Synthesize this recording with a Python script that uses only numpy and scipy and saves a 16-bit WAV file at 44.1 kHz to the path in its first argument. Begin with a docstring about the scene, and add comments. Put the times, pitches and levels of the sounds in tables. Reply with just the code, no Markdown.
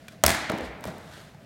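"""A low ventilation rumble with a faint swish and light knock, then a floorball shot in a large sports hall:
the blade slaps the sprung floor and cracks against the hollow ball, as filtered bursts and damped modes.
Smeared copies and decaying noise give the walls' echoes and the hall's ring. The ball knocks hollowly against a
kneeling goalkeeper, as damped swings with puffs, and drops with short clicks and a shell's ring; the keeper's
knees bump in slow, deep swings and the suit swishes over the floor as shaped noise."""
import sys
import numpy as np
from scipy import signal
from scipy.fft import rfft, irfft, next_fast_len
from scipy.io import wavfile
from scipy.ndimage import uniform_filter1d

SR = 44100
rng = np.random.default_rng(int(sys.argv[2]) if len(sys.argv) > 2 else 0)


def wav_out(sig):
    """Save sig, one row per channel (or a flat mono array), as 16-bit PCM at SR to the path in sys.argv[1]."""
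    wavfile.write(sys.argv[1], SR, np.round(np.clip(np.atleast_2d(sig).T, -1, 1) * 32767).astype(np.int16))


N = 63945

SLAP_S, CRACK_S = 0.2378, 0.2633  # blade meets floor, then ball (seconds)
# Colour of the hall's answer to taps and thuds. Each row: frequency in Hz, gain in dB.
HALL_COLOUR = [(60, 1.5), (200, 0), (600, 0), (2000, -7), (6000, -2), (16000, 1)]


def amp(db):
    """Level definition: 20 dB is a factor of ten in amplitude."""
    return 10 ** (np.asarray(db) / 20)


def unit(x):
    """Normalisation to a root-mean-square value of one."""
    return x / np.sqrt(np.mean(x ** 2) + 1e-20)


def clock():
    """Uniform sampling: the time of each sample in seconds."""
    return np.arange(N) / SR


def along(points, hz):
    """Interpolation of (Hz, value) points on a logarithmic frequency axis."""
    f, v = np.transpose(points)
    return np.interp(np.log(hz + 1), np.log(f + 1), v)


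def coloured(x, gain):
    """Minimum-phase filtering: a folded cepstrum makes the given gain over frequency causal."""
    m = 2 * next_fast_len(N)
    log_gain = np.log(np.maximum(gain(np.fft.rfftfreq(m, 1 / SR)), 1e-6))
    cepstrum = irfft(log_gain, m)
    cepstrum[1:m // 2] *= 2
    cepstrum[m // 2 + 1:] = 0
    response = np.exp(rfft(cepstrum))
    return irfft(rfft(x, m) * response, m)[:N]


def shape(points):
    """Spectral envelope: gain as a function of frequency from (Hz, dB) points."""
    return lambda hz: amp(along(points, hz))


def at(s, x):
    """Pure delay of x by s seconds."""
    return np.pad(x, (max(round(s * SR), 0), 0))[:N]


def burst(t60, gain):
    """Broadband impact: dying noise with flattened spectrum, then coloured to energy 1; t60 is nominal."""
    fade = amp(-60 * clock() / t60)
    spectrum = rfft(rng.standard_normal(N) * fade)
    even = irfft(spectrum / (abs(spectrum) + 1e-12), N)
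    x = coloured(even * np.sqrt(fade), gain)
    return x / np.linalg.norm(x)


def ring(hz, t60, rise_s):
    """Damped resonance: one mode with exponential rise and decay."""
    t = clock()
    return np.sin(2 * np.pi * hz * t) * amp(-60 * t / t60) * (1 - np.exp(-t / rise_s))


def modes(table):
    """Modal superposition: an object's modes, struck together."""
    return sum(amp(db) * ring(hz, t60, rise_s=0.0004) for hz, db, t60 in table)


def dying(noise, share):
    """Frequency-dependent absorption: each band of noise dies in a share of the hall's decay time."""
    # Reverberation before scaling by share. Each row: frequency in Hz, decay by 60 dB in seconds.
    hall_decay = [(70, 1.2), (250, 1), (650, 1.47), (2000, 1.77), (3200, 1.26), (5500, 0.82), (8500, .5),
                  (11400, 0.45), (15000, 0.3)]
    hz, t, z = signal.stft(unit(noise), SR, nperseg=256)
    decay_s = share * along(hall_decay, hz)[:, None]
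    return signal.istft(z * amp(-60 * t / decay_s), SR, nperseg=256)[1][:N]


def hall(x, colour):
    """Reverberation as convolution: grainy early reflections and a long tail, highest treble dying fastest."""
    delay_s, rise_s = 0.0065, 0.0093
    early_db, early_share, tail_share = 1, 0.19, 0.88  # shares of the hall's decay time
    grain = 0.64  # the higher, the more single reflections stand out
    smooth, scatter = rng.standard_normal((2, N))
    early = dying(np.sign(scatter) * abs(scatter) ** grain, early_share)
    reflections = dying(smooth, tail_share) + amp(early_db) * early
    answer = coloured(reflections * (1 - np.exp(-clock() / rise_s)), shape(colour))
    return at(delay_s, signal.fftconvolve(x, answer / np.linalg.norm(answer))[:N])


def air():
    """Stationary random noise: the hall's steady ventilation rumble, strongest in the bass."""
    # Colour of the rumble. 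Each row: frequency in Hz, gain in dB.
    air_colour = [(20, -8), (45, -9), (75, -3.5), (150, 0), (230, -2.5), (340, -13), (500, -12), (650, -5),
                  (880, -24.5), (2100, -21), (3200, -27.5), (5500, -32), (9000, -38), (16000, -41.5)]
    level_db = -50
    return amp(level_db) * unit(coloured(rng.standard_normal(N), shape(air_colour)))


def swish(rough_db=1.0):
    """Friction noise: cloth slides on the floor with a fine, uneven grain."""
    # Course of the sliding before the grain. Each row: time in seconds, level in dB.
    slide_course = [(0, -60.5), (.06, -60.5), (.13, -54), (0.169, -65), (.55, -70), (0.652, -43.5),
                    (.70, -60.5), (.77, -76.5), (0.874, -43), (.93, -53), (1.069, -54), (1.14, -48.5),
                    (1.21, -49.5), (1.30, -57.5), (1.37, -68), (1.45, -62)]
    # Colour of the cloth. Each row: frequency in Hz, gain in dB.
    cloth_colour = [(200, 4.5), (800, -0.5), (1600, 7), (2400, -4), (3500, 0.5), (5500, -7.5),
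                    (8600, -10.5), (14000, -19), (16500, -28)]
    level_db = np.interp(clock(), *np.transpose(slide_course))
    grain_db = rough_db * unit(uniform_filter1d(rng.standard_normal(N), size=150))
    rubbing = unit(coloured(rng.standard_normal(N), shape(cloth_colour)))
    return amp(level_db + grain_db) * rubbing


def bumps():
    """Low-frequency resonance: the sprung floor answers the keeper's knees with slow, deep swings."""
    # Swells under the keeper's shifting weight. Each row: start in seconds, level in dB, pitch in Hz.
    floor_swells = [(0.614, -31, 70.6), (0.674, -30.5, 60.4), (.860, -37, 79.5), (0.941, -43, 89),
                    (1.090, -40, 78.2)]
    return sum(amp(db) * at(s, ring(hz, t60=0.2, rise_s=0.0067)) for s, db, hz in floor_swells)


def thuds():
    """Damped impact: padded blows swing low with a dull puff; the hall answers the broad puff."""
    # Ball on the suit, knees and hands on the floor.
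    # Each row: start in seconds, level in dB, pitch in Hz, decay time in seconds (nominal for the puff).
    padded_blows = [(0.4963, -15, 1384, 0.019), (0.4993, -11.5, 248, 0.016), (0.5, -18.5, 629, 0.038),
                    (0.5092, -9, 428, 0.0091), (0.5215, -13.5, 466, 0.017), (.5370, -20, 209, 0.043),
                    (.5480, -24, 592, 0.019), (.5875, -28, 356, 0.042), (.6040, -32.5, 500, 0.16),
                    (.8400, -24, 940, 0.02), (.8540, -19.5, 570, .012), (0.859, -28.5, 146.8, .1),
                    (0.876, -31.5, 173.7, 0.13), (.8800, -30, 636, 0.1), (1.347, -38.5, 870, 0.019),
                    (1.349, -44.5, 159, .05), (1.423, -41, 146, 0.071)]
    puff_share, hall_db = 0.65, -6.5
    swings, puffs = np.zeros((2, N))
    for s, db, pitch_hz, t60 in padded_blows:
        swing = amp(db) * ring(pitch_hz, t60, rise_s=0.00092)
        puff = burst(t60, lambda hz: (hz / pitch_hz) ** 2 / (1 + (hz / pitch_hz) ** 4))
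        swings += at(s, swing)
        puffs += at(s, np.linalg.norm(swing) * puff)  # as much energy as the swing
    return swings + puff_share * puffs + amp(hall_db) * hall(puffs, HALL_COLOUR)


def taps():
    """Brief broadband impacts: clicks of ball and keeper's gear, each a broad hump of frequencies."""
    # Light plastic taps and ticks.
    # Each row: start in seconds, level in dB, centre in Hz, nominal decay time in seconds.
    plastic_ticks = [(0.0822, -18, 2200, 0.037), (0.122, -32, 2980, .04), (0.4976, -23, 1990, 0.028),
                     (.4990, -9.5, 1984, 0.012), (.5180, -20.5, 6000, .012), (0.578, -28, 6953, .01),
                     (.5850, -20, 2500, .012), (0.6096, -24.5, 3023, .006), (0.8092, -30.5, 10090, .005),
                     (0.8401, -14.5, 2350, 0.017), (0.854, -22.5, 10000, 0.0065), (0.8746, -25, 7000, .02),
                     (0.9822, -31, 8890, .01), (1.136, -28, 1980, .03), (1.346, -35.5, 1183, .012)]
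    skirt, hall_db = 1.55, -11.5  # exponent of the hump's flanks; level sent to the hall

    def hump(centre):
        return lambda hz: ((hz + 1) / centre + centre / (hz + 1)) ** -skirt

    x = sum(at(s, amp(db) * burst(t60, hump(hz))) for s, db, hz, t60 in plastic_ticks)
    return x + amp(hall_db) * hall(x, HALL_COLOUR)


def knocks():
    """Shell resonance: each light knock on the floor rings the hollow ball's modes."""
    # Knocks of the ball. Each row: start in seconds, level in dB.
    ball_knocks = [(0.083, -36), (0.8389, -34)]
    # Modes of the ball. Each row: frequency in Hz, level in dB, decay time in seconds.
    ball_modes = [(1482, -7, 0.055), (2372, -2, 0.042), (3370, -11, 0.048)]
    return sum(amp(db) * at(s, modes(ball_modes)) for s, db in ball_knocks)


def shot_echo():
    """Reflection and reverberation: smeared, duller copies return and both contacts set the hall ringing."""
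    # Colour of the shot as it spreads through the hall. Each row: frequency in Hz, gain in dB.
    spread_colour = [(35, -33), (65, 4.5), (130, 1), (220, 1.5), (350, 1), (490, -6.5), (660, 2),
                     (1150, -3), (1600, -0.5), (2100, 0.5), (2700, -6.5), (4100, -4), (5200, -8),
                     (8600, -6), (11400, -10.5), (15500, -13)]
    # Echoes from floor and walls.
    # Each row: start in seconds, level in dB, nominal decay time in seconds, treble edge in Hz.
    wall_echoes = [(0.242, 1.5, 0.013, 7000), (0.2495, 2, 0.067, 2500), (0.2658, 4.5, 0.014, 16000),
                   (0.2801, 5, .022, 5000), (.2920, 2.5, .03, 7000), (0.3044, 4, 0.011, 9960),
                   (0.3153, -2.5, 0.035, 7960), (.3470, -1, 0.044, 3500)]
    slap_hall_db, crack_hall_db = 1, 11

    def dulled(edge):
        return lambda hz: shape(spread_colour)(hz) / np.hypot(1, hz / edge)

    copies = sum(at(s, amp(db) * burst(t60, dulled(edge_hz))) for s, db, t60, edge_hz in wall_echoes)
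    pulse = signal.unit_impulse(N)
    contacts = at(SLAP_S, amp(slap_hall_db) * pulse) + at(CRACK_S, amp(crack_hall_db) * pulse)
    return copies + hall(contacts, spread_colour)


def shot():
    """Impact excitation: the blade slaps the floor, which booms, and then cracks against the ball."""
    # Colours of the two contacts. Each row: frequency in Hz, gain in dB.
    slap_colour = [(40, -14.5), (120, -5.5), (400, -1.5), (900, 2.5), (1800, 1.5), (2500, -4.5),
                   (3200, -0.5), (4700, -20), (6500, -1), (13000, -8.5), (16500, -12)]
    crack_colour = [(40, -25.5), (200, -12), (500, 8), (1200, -4), (2600, 4), (4200, -3), (5000, 10.5),
                    (5500, 16.5), (6300, 3), (10000, 9), (14000, 3), (16500, 5.5)]
    # Modes of stick and floor. Each row: frequency in Hz, level in dB, decay time in seconds.
    blade_modes = [(198, -23, 0.06), (397, -19.5, 0.031), (616, -7.5, 0.037), (665.3, -22.5, 0.29),
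                   (944, -19.5, 0.052), (1093, -17.5, 0.04), (1368, -12.5, 0.028), (2020, -32, 0.023)]
    slap_db, crack_db, boom_db = 18, 13, -16
    slap = at(SLAP_S, amp(slap_db) * burst(0.0055, shape(slap_colour)) + modes(blade_modes))
    crack = at(CRACK_S, amp(crack_db) * burst(0.014, shape(crack_colour)))
    boom = at(SLAP_S + 0.0043, amp(boom_db) * ring(hz=74.6, t60=0.21, rise_s=0.009))
    return slap + crack + boom


def scene():
    """Linear superposition of the hall's rumble, the keeper, the ball and the shot, in one channel."""
    background = air() + swish()
    save = bumps() + thuds() + taps() + knocks()
    return (background + save + shot_echo() + shot())[None]


def record(dry):
    """Saturation and band limiting: the microphone rounds off peaks and weakens deep bass and top treble."""
    ceiling, low_cut_hz, top_hz = 0.62, 54, 16000
    x = dry / (1 + abs(dry / ceiling) ** 6) ** (1 / 6)
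    x = signal.sosfilt(signal.butter(2, low_cut_hz, "high", fs=SR, output="sos"), x)
    return signal.sosfilt(signal.ellip(10, .1, 90, top_hz, fs=SR, output="sos"), x)


dry = scene()
out = record(dry)
wav_out(out)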